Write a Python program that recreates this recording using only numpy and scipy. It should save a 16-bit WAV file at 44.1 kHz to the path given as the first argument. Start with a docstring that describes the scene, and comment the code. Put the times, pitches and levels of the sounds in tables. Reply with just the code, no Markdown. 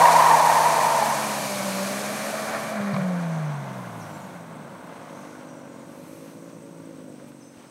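"""A six-cylinder car ends a burnout down a wooded road. Its firings drone through the exhaust at high
revs while the spinning tyres stick and slip, squealing and scouring the asphalt. The throttle shuts;
the exhaust coughs and booms down through its resonances to a lumpy idle. Trees scatter the sound.
Insects, a thin-voiced bird and faint rustling come through as it quietens."""
import sys
import numpy as np
from scipy import signal
from scipy.fft import rfft, irfft
from scipy.io import wavfile
from scipy.ndimage import uniform_filter1d

SR = 44100
rng = np.random.default_rng(int(sys.argv[2]) if len(sys.argv) > 2 else 0)


def materialize(psi):
    """Save the field psi as 16-bit PCM at rate SR to the path in sys.argv[1].

    A 1-D psi becomes a single channel; in a 2-D psi each row is a channel.
    """
    bounded = np.clip(np.atleast_2d(psi).T, -1, 1)
    quanta = np.round(bounded * 32767).astype(np.int16)
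    wavfile.write(sys.argv[1], SR, quanta)


N = 339570
T = np.arange(N) / SR

# Engine speed. Each row: time in seconds, firing rate in Hz.
FIRING_RATE = [(0, 246.3), (.8, 227.5), (1.76, 191.7), (2.05, 206), (2.6, 219.5), (2.74, 216.1),
               (2.81, 202.5), (2.93, 198.8), (3.0, 189.4), (3.28, 166.5), (3.72, 130.4), (3.85, 121.1),
               (4.25, 94.1), (4.9, 59.03), (5.15, 48.7), (5.45, 50.9), (5.78, 44.72), (6.15, 54.05),
               (6.62, 56.4), (6.88, 54.56), (7.15, 49.54), (7.4, 47.36), (7.7, 46.03)]
# Each entry: one cylinder's strength in dB, in firing order.
CYLINDER_DB = [-8.5, -4.5, -3.5, -4.5, -4, -10.5]
# Drone tones. Each row: multiple of crank rate, open-throttle gain in dB, shut-throttle gain in dB.
DRONE_ORDERS = [(3, -6.5, 2), (4, -10, -16), (4.5, -12, -8), (6, -10, -8.5), (8, -20.5, -15),
                (9, -11.5, -12.5), (12, -32, -23)]
# Pipe and silencer resonances. 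Each row: frequency in Hz, drone gain in dB.
EXHAUST_RESPONSE = [(80, -43), (105, -14), (120, -10), (132, -7.5), (150, 2), (172, 0), (192, 2.5),
                    (203, -3.5), (215, -7), (235, -16), (260, -9), (320, -30.5), (400, -10), (440, -16.5),
                    (490, -7.5), (580, 4.5), (620, -3), (680, 2.5), (750, -13)]
# Idle hum. Each row: multiple of firing rate, gain in dB.
HUM_ORDERS = [(2, -5), (3, 2), (4, .5), (5, 3), (6, 2.5), (7, -3), (8, -2), (9, -2), (10, -5), (11, -4)]
# Gas rasp envelope. Each row: time in seconds, level in dB.
GAS_LEVEL = [(0.0, -27.5), (0.36, -29.5), (0.8, -32.5), (1.52, -37.5), (2.44, -36.5), (2.55, -34),
             (2.64, -37), (3.15, -40), (4.5, -49), (4.95, -48), (5.15, -48.5), (6.05, -57), (7.66, -64.5),
             (7.7, -61)]
# Exhaust coughs. Each row: time in seconds, width in seconds, thump in dB, crack in dB,
# share of drone lost.
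EXHAUST_COUGHS = [(2.549, 0.0034, -48, -23.5, 0), (2.56, 0.005, -53, -28, 0), (2.771, 0.0041, -48, -38, 0),
                  (2.81, 0.0073, -31, -30, 0), (2.943, 0.0098, -23, -28.5, 1),
                  (2.964, 0.0078, -31, -29, 0.5), (3.012, 0.03, -28.5, -39, 0.43),
                  (6.799, .003, -52, -46, 0), (7.198, 0.0049, -57, -45, 0), (7.241, .003, -54, -47, 0),
                  (7.319, 0.0025, -58, -43, 0), (7.574, .003, -48, -47, 0)]
# Tread vibrations. Each row: nominal pitch in Hz, scatter as a share of pitch, gain in dB.
TREAD_MODES = [(491.7, 0.0302, -17.5), (572.3, .035, -10), (662, 0.0448, -5), (763.4, .04, -5),
               (849, .036, -2), (1018, .05, 0.5), (1118, 0.0406, -20), (1248, .03, -19)]
# Tread bites. Each row: centre in seconds, half-width in seconds, nominal pitch in Hz, level in dB,
# relative overtone level in dB.
TREAD_BITES = [(0.019, 0.01, 940, -14.5, -11), (0.048, 0.0047, 964.4, -18, -18),
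               (0.057, 0.0049, 921.5, -9, -9.5), (0.091, 0.0053, 976, -15.5, -16),
               (.113, 0.0042, 960.5, -17.5, -19), (0.163, 0.0089, 928.6, -13, -14.5),
               (0.197, 0.0047, 1076, -13.5, -24), (.209, 0.0052, 932.6, -20, -3),
               (0.246, 0.0052, 950.6, -11.5, -24), (.27, 0.0045, 944, -11.5, -11.5),
               (.315, 0.0055, 916, -10, -12), (0.346, 0.0084, 947, -11.5, -23),
               (.372, 0.0081, 930.6, -17, -16), (0.404, 0.0037, 894.2, -17, -20),
               (0.429, 0.0048, 1014, -17, -22), (.449, 0.0039, 934, -15, -22),
               (.476, 0.004, 898, -14.5, -14), (0.502, 0.0079, 915, -15.5, -12),
               (0.573, 0.016, 937, -16, -15), (0.622, .005, 875.6, -18, -10),
               (0.658, 0.012, 960.6, -16, -20), (0.706, 0.0048, 952, -21.5, -16.5),
               (0.73, 0.0043, 945, -22.5, -25), (0.769, 0.0058, 896, -17, -14), (0.81, .014, 955, -23, -10),
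               (0.849, 0.0058, 943, -20, -18), (0.881, 0.0052, 897.6, -20.5, -27),
               (0.995, 0.0057, 921, -21.5, -20), (1.025, .006, 826, -21, -20.5),
               (1.105, 0.0081, 934, -24, -13)]
# Whistles. Each row: start in seconds, length in seconds, start pitch in Hz, end pitch in Hz, level in dB.
BIRD_NOTES = [(3.995, .055, 7040, 5650, -53), (4.035, .15, 5900, 5900, -62.5),
              (4.083, .045, 7550, 7300, -64), (4.125, .055, 7560, 7400, -58), (4.19, .08, 6800, 6760, -61),
              (5.478, .05, 6115, 5830, -58), (5.558, .067, 7520, 7280, -67), (5.64, .23, 6980, 6900, -69),
              (6.411, 0.1201, 7200, 6850, -68), (7.402, .028, 6450, 6120, -58),
              (7.416, 0.029, 5930, 5230, -60), (7.44, 0.072, 6230, 6160, -61),
              (7.668, 0.019, 5720, 5180, -61)]
# Swells of the lower insect. Each row: centre in seconds, half-width in seconds, level in dB.
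RATTLE_SWELLS = [(3.3, 0.68, -64), (5.242, 0.24, -66), (6.3, 0.34, -72)]
# Nearby rustles. Each row: centre in seconds, half-width in seconds, rustle in dB, brush in dB.
RUSTLE_SWELLS = [(4.019, 0.38, -56.5, -65), (4.87, 0.0082, -70, -66), (4.9, .2, -66, -82),
                 (5.25, 0.22, -60, -79), (6.15, 0.29, -58, -63.5), (7.288, .015, -63, -64)]
# Spectra. Each row: frequency in Hz, relative level in dB.
PIPE_SPECTRUM = [(25, -76), (60, -31), (100, -13), (150, -4.5), (220, -1.5), (280, 0.5), (340, -1),
                 (400, -12.5), (520, -0.5), (590, -0.5), (700, -35), (900, -24.5), (2000, -43), (5000, -60),
                 (12000, -75)]
RUMBLE_SPECTRUM = [(25, -43), (60, -32), (90, -5.5), (140, 3.5), (180, 8.5), (240, 3), (400, -5.5),
                   (900, -35.5)]
RASP_SPECTRUM = [(200, -33), (420, -1.5), (750, 5), (900, -1), (1120, 6), (1280, 2), (1390, 1), (1520, 2.5),
                 (1850, .5), (2090, -6), (2250, -1.5), (2430, -1.5), (2620, -19), (2800, -15.5),
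                 (4200, -14.5), (8000, -46)]
COAST_SPECTRUM = [(200, -11), (450, -1), (700, -1), (900, 9.5), (1080, 9), (1270, 3.5), (1500, 6.5),
                  (1800, -4), (2100, -1.5), (2350, -7.5), (2800, -10), (3400, -12), (4100, -15),
                  (4900, -25), (8000, -43)]
SCOUR_SPECTRUM = [(900, -12), (2300, 6.5), (3200, 1), (3700, 1.5), (4350, 4), (5100, 1.5), (6300, 4.5),
                  (7400, 1), (8700, 3), (9700, 0.5), (11300, -0.5), (12500, -4.5), (14000, -7.5),
                  (15500, -15)]
LEAF_SPECTRUM = [(900, -11), (2300, 9.5), (3200, 2), (3700, 1.5), (4200, 4.5), (4900, 0.5), (5600, 0.5),
                 (6300, 0.5), (7300, -0.5), (8700, 2), (11300, 0.5), (12500, -6), (14000, -4), (15500, -9)]
AIR_SPECTRUM = [(25, -18), (70, -16), (200, 21), (600, 25), (1500, 17.5), (3000, 11.5), (4800, 6.5),
                (6000, 7), (7300, -10), (9500, -6), (12000, -10), (15500, 0)]

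THROTTLE_SHUT_S, IDLE_FADE_S = 2.7, 7.08
GRIP_END_S, SCREECH_END_S, SPIN_EASE_S, SPIN_END_S = 1.004, 1.05, 2.25, 2.69
FIRINGS_PER_TURN = 3


def engine():
    """Firings drone at speed and thud at idle; a gas puff follows each."""
    firing_hz, = curves(FIRING_RATE)
    cycle = np.cumsum(firing_hz * (1 + .002828 * walk(40))) / SR
    throttle = 1 - ramp(THROTTLE_SHUT_S, length_s=.085)
    idle = np.clip((62 - firing_hz) / 8, 0, 1)
    fade = undb(-14 * after(IDLE_FADE_S))
    puff = unit(.5 + np.exp(-(cycle % 1) / 1.16))

    def gain(open_db, shut_db, idle_db):
        return undb(shut_db + throttle * (open_db - shut_db) + idle * (idle_db - shut_db))

    rumble = gain(-46.5, -45.5, -51) * colour(noise() * puff, RUMBLE_SPECTRUM)
    thuds = gain(-59.5, -49.5, -49.5) * firing_thuds(firing_hz, cycle)
    wash = gain(-42, -53.5, -51) * colour(noise() * puff, PIPE_SPECTRUM)
    hum = fade * idle * idle_hum(cycle)
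    gas = gas_flow(firing_hz, puff, bark_gain=gain(-3, 0, -1))
    tones = (1 - idle) * drone(firing_hz, cycle, throttle) + hum
    return tones + woods(fade * (rumble + thuds + wash) + gas, wet_db=-11.5)


def drone(firing_hz, cycle, throttle):
    """Orders of two unequal banks sweep the exhaust resonances and stumble at the big coughs."""
    pipe_hz, pipe_db = np.transpose(EXHAUST_RESPONSE)
    speed_db = -26 + 11 * np.log2(firing_hz / 205)
    # The growl dies as the melting tyres take less torque.
    tones = throttle * engine_tone(2 * cycle / FIRINGS_PER_TURN, -35.5 - 6.5 * T, rough=.08)
    for order, open_db, shut_db in DRONE_ORDERS:
        per_firing = order / FIRINGS_PER_TURN
        hz = per_firing * firing_hz
        resonance_db = np.interp(np.log(hz), np.log(pipe_hz), pipe_db)
        level_db = speed_db + resonance_db + shut_db + throttle * (open_db - shut_db)
        rough = np.minimum((hz / 1080) ** 2 + .18 * throttle, 1)  # ragged treble plus wheel judder
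        tones += engine_tone(per_firing * cycle + rng.random(), level_db, rough)
    lost = sum(share * swell(at_s, width_s) for at_s, width_s, _, _, share in EXHAUST_COUGHS)
    return tones * (1 - np.clip(lost, 0, 1))


def engine_tone(cycle, rms_db, rough):
    """Engine-locked tone; the share `rough` flutters in level and phase."""
    flutter = (walk(70) + 1j * walk(70)) / np.sqrt(2)
    envelope = np.sqrt(1 - rough ** 2) + rough * flutter
    return undb(rms_db) * np.sqrt(2) * np.real(envelope * np.exp(2j * np.pi * cycle))


def firing_thuds(firing_hz, cycle):
    """One pulse down the pipe per firing; unequal cylinders, no two firings alike."""
    onsets = np.flatnonzero(np.diff(np.floor(cycle)) > 0)
    scatter_db = 2 * rng.standard_normal(4096)[:len(onsets)]
    pulses = np.zeros(N)
    pulses[onsets] = undb(np.resize(CYLINDER_DB, len(onsets)) + scatter_db)
    return steady(colour(pulses - firing_hz / SR, PIPE_SPECTRUM))


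def idle_hum(cycle):
    """Firing harmonics build in the pipe, throbbing once per crank turn."""
    lope = 1 + .089 * np.sin(2 * np.pi * cycle / FIRINGS_PER_TURN)
    level_db = -45.8 + 1.8 * np.minimum(T - IDLE_FADE_S, 0)
    tones = sum(engine_tone(k * cycle + rng.random(), db, rough=.06 * k) for k, db in HUM_ORDERS)
    return undb(level_db) * steady(lope * colour(tones, PIPE_SPECTRUM))


def gas_flow(firing_hz, puff, bark_gain):
    """Puffs rasp at high revs and soften at low; the silencer's bark follows the flow and saturates."""
    flow_db, = curves(GAS_LEVEL)
    racing = np.clip((firing_hz - 140) / 70, 0, 1)
    silencer = unit(ring(ring(noise() * puff, 674, 104), 540, 216))
    bark = np.minimum(undb(flow_db) * bark_gain, undb(-39)) * silencer
    fast = np.sqrt(racing) * undb(2.5) * colour(noise() * puff, RASP_SPECTRUM)
    coasting = np.sqrt(1 - racing) * undb(2) * colour(noise() * puff, COAST_SPECTRUM)
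    return bark + undb(flow_db + .99 * walk(90)) * (fast + coasting)


def coughs():
    """Uneven burning thumps and cracks in the exhaust, with one sharp tick."""
    thump_hz = 154.6 * (1 + .0568 * walk(60))
    thump = np.sqrt(2) * np.sin(2 * np.pi * np.cumsum(thump_hz) / SR)
    crack = colour(noise(), RASP_SPECTRUM)
    pops = np.zeros(N)
    for at_s, width_s, thump_db, crack_db, _ in EXHAUST_COUGHS:
        burst = ramp(at_s, length_s=.0004) * np.exp(-after(at_s) / width_s)
        pops += undb(thump_db) * swell(at_s, width_s) * thump + undb(crack_db) * burst * crack
    tick = undb(-44) * swell(2.942, .005) * noise_band(4550, width_hz=1170)
    return pops + tick


def tyres():
    """Squeal fades as the rubber heats, faster once it stops sticking; screech and scouring join it."""
    squeal_db = -16.5 - 7.5 * T - 18 * after(GRIP_END_S)
    tread = unit(sum(tread_block(*mode) for mode in TREAD_MODES))
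    carcass = undb(-7.5) * noise_band(940, width_hz=350)  # rung by countless small slips
    squeal = undb(squeal_db) * steady(woods(tread + carcass, wet_db=-8), window_s=.085)
    return squeal + woods(screech(squeal_db), wet_db=-14.5) + scour()


def tread_block(nominal_hz, scatter, db):
    """One tread patch wavers in pitch and grip, sagging in pitch as the wheels slow."""
    hz = nominal_hz * (1.02 - .03 * T) * (1 + scatter * (walk(220) + .694 * walk(25)))
    grip_db = 3 * walk(110)
    return undb(db + grip_db) * stick_slip(hz, overtone_db=-21.5 + 2.6 * np.tanh(walk(80)))


def screech(squeal_db):
    """The loudest stick-slip tone flares, dips in pitch and rasps at each bite until the rubber melts."""
    nominal_hz, bite_overtone_db = curves([(at_s, hz, db) for at_s, _, hz, _, db in TREAD_BITES])
    held = undb(squeal_db - 4 + 2 * walk(70.3) - 30 * after(SCREECH_END_S))
    bites = sum(undb(db) * swell(at_s, width_s) for at_s, width_s, _, db, _ in TREAD_BITES)
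    sliding = held / (held + bites + 1e-9)
    hz = nominal_hz * (1 + .035 * (sliding - .5) + .02 * walk(200))
    overtone_db = bite_overtone_db + sliding ** 2 * (-30 - bite_overtone_db)
    return np.hypot(held, bites) * stick_slip(hz, overtone_db)


def stick_slip(hz, overtone_db):
    """Rubber sticks and lets go: three harmonics of falling strength."""
    phase = 2 * np.pi * (np.cumsum(hz) / SR + rng.random())
    return np.sqrt(2) * sum(undb((k - 1) * overtone_db) * np.sin(k * phase) for k in (1, 2, 3))


def scour():
    """Rubber hisses on asphalt, fading with distance, then dropping as the wheels hook up."""
    hooked = ramp(SPIN_END_S, length_s=.1)
    level_db = -28.5 - 3.5 * T - 9 * after(SPIN_EASE_S) - 4.5 * hooked
    return undb(level_db + .5 * walk(60)) * colour(noise(), SCOUR_SPECTRUM)


def bird():
    """Thin whistles deep in the trees slide on to pitch; longer slides quaver more."""
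    song, wobble = np.zeros(N), walk(600)
    for start_s, length_s, start_hz, end_hz, db in BIRD_NOTES:
        progress = np.linspace(0, 1, int(length_s * SR))
        slide_hz = end_hz + (start_hz - end_hz) * (1 - progress) ** 4
        quaver = .005 + .2 * abs(1 - end_hz / start_hz)
        hz = slide_hz * (1 + quaver * np.interp(start_s + progress * length_s, T, wobble))
        envelope = undb(db) * np.sqrt(2 * np.abs(np.sin(np.pi * progress)))
        note = envelope * np.sin(2 * np.pi * np.cumsum(hz) / SR)
        slot = song[int(start_s * SR):][:len(note)]
        slot += note[:len(slot)]
    return woods(song, wet_db=-4)


def insects():
    """A high trill, a ringing core in a wider rasp, over a lower rattle that swells."""
    core = undb(-68.5) * wing_rasp(8260, width_hz=420, flutter_hz=70)
    rasp = undb(-66) * wing_rasp(8260, width_hz=1300, flutter_hz=70)
    swells = sum(undb(db) * swell(at_s, width_s) for at_s, width_s, db in RATTLE_SWELLS)
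    rattle = (undb(-68) + swells) * wing_rasp(6100, width_hz=1400, flutter_hz=360)
    return core + rasp + rattle


def wing_rasp(hz, width_hz, flutter_hz):
    """Rasping wings: a noise band that flutters in level."""
    return undb(2 * walk(flutter_hz)) * noise_band(hz, width_hz)


def air():
    """Faint, wavering hush of open air."""
    return undb(-57.5 + 2.4 * walk(14)) * colour(noise(), AIR_SPECTRUM)


def leaves():
    """Steady leaf hiss with brief rustling and brushing close by."""
    hiss = undb(-64) * colour(noise(), LEAF_SPECTRUM)
    rustle = colour(noise(), LEAF_SPECTRUM)
    brush = noise_band(12000, width_hz=6000)
    return hiss + sum(swell(at_s, width_s) * (undb(rustle_db) * rustle + undb(brush_db) * brush)
                      for at_s, width_s, rustle_db, brush_db in RUSTLE_SWELLS)


def woods(x, wet_db, t60_s=1):
    """Direct sound plus dense, dull scatter from the trunks."""
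    t = T[:SR]
    tail = signal.lfilter(*signal.butter(1, 4000, fs=SR), rng.standard_normal(SR))
    tail *= undb(-60 * t / t60_s) * (t > .015)
    scatter = signal.fftconvolve(x, tail / np.linalg.norm(tail))[:N]
    wet = undb(wet_db)
    return (x + wet * scatter) / np.hypot(1, wet)


def colour(x, spectrum, size=8192):
    """Minimum-phase filter through (Hz, dB) points; output rms 1."""
    hz, db = np.transpose(spectrum)
    bin_hz = np.arange(size // 2 + 1) * SR / size
    log_gain = np.log(undb(np.interp(np.log(bin_hz + 1), np.log(hz), db)))
    cepstrum = irfft(log_gain)[:size // 2]
    cepstrum[1:] *= 2
    impulse = irfft(np.exp(rfft(cepstrum, size)))
    return unit(signal.fftconvolve(x, impulse)[:N])


def ring(x, hz, width_hz):
    """One resonance."""
    return signal.lfilter(*signal.iirpeak(hz, hz / width_hz, SR), x)


def noise_band(hz, width_hz):
    """Noise twice through one resonance; rms 1."""
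    return unit(ring(ring(noise(), hz, width_hz), hz, width_hz))


def noise():
    """White noise."""
    return rng.standard_normal(N)


def walk(rate_hz):
    """Line through random points at rate_hz; rms 1."""
    return unit(np.interp(T * rate_hz, np.arange(8192), rng.standard_normal(8192)))


def curves(table):
    """Columns of a timed table, per sample."""
    times_s, *columns = np.transpose(table)
    return [np.interp(T, times_s, column) for column in columns]


def swell(centre_s, half_width_s):
    """Bell-shaped envelope."""
    return np.exp(-((T - centre_s) / half_width_s) ** 2)


def after(start_s):
    """Seconds since start_s; zero before."""
    return np.maximum(T - start_s, 0)


def ramp(start_s, length_s):
    """Linear rise from 0 to 1."""
    return np.minimum(after(start_s) / length_s, 1)


def steady(x, window_s=.25):
    """Hold the running rms at 1."""
    return x / np.sqrt(np.abs(uniform_filter1d(x ** 2, int(window_s * SR))) + 1e-12)


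def unit(x):
    """Scale to rms 1."""
    return x / np.sqrt(np.mean(x ** 2))


def undb(db):
    """Decibels to gain."""
    return 10 ** (np.asarray(db) / 20)


def scene():
    """Car and woodland, mono."""
    return (engine() + coughs() + tyres() + bird() + air() + insects() + leaves())[None]


def record(dry):
    """A small microphone thins the deep bass; a steep low-pass cuts the top."""
    thin = signal.sosfilt(signal.butter(1, 55, "high", fs=SR, output="sos"), dry)
    return signal.sosfilt(signal.ellip(10, .2, 80, 15700, fs=SR, output="sos"), thin)


dry = scene()
out = record(dry)
materialize(out)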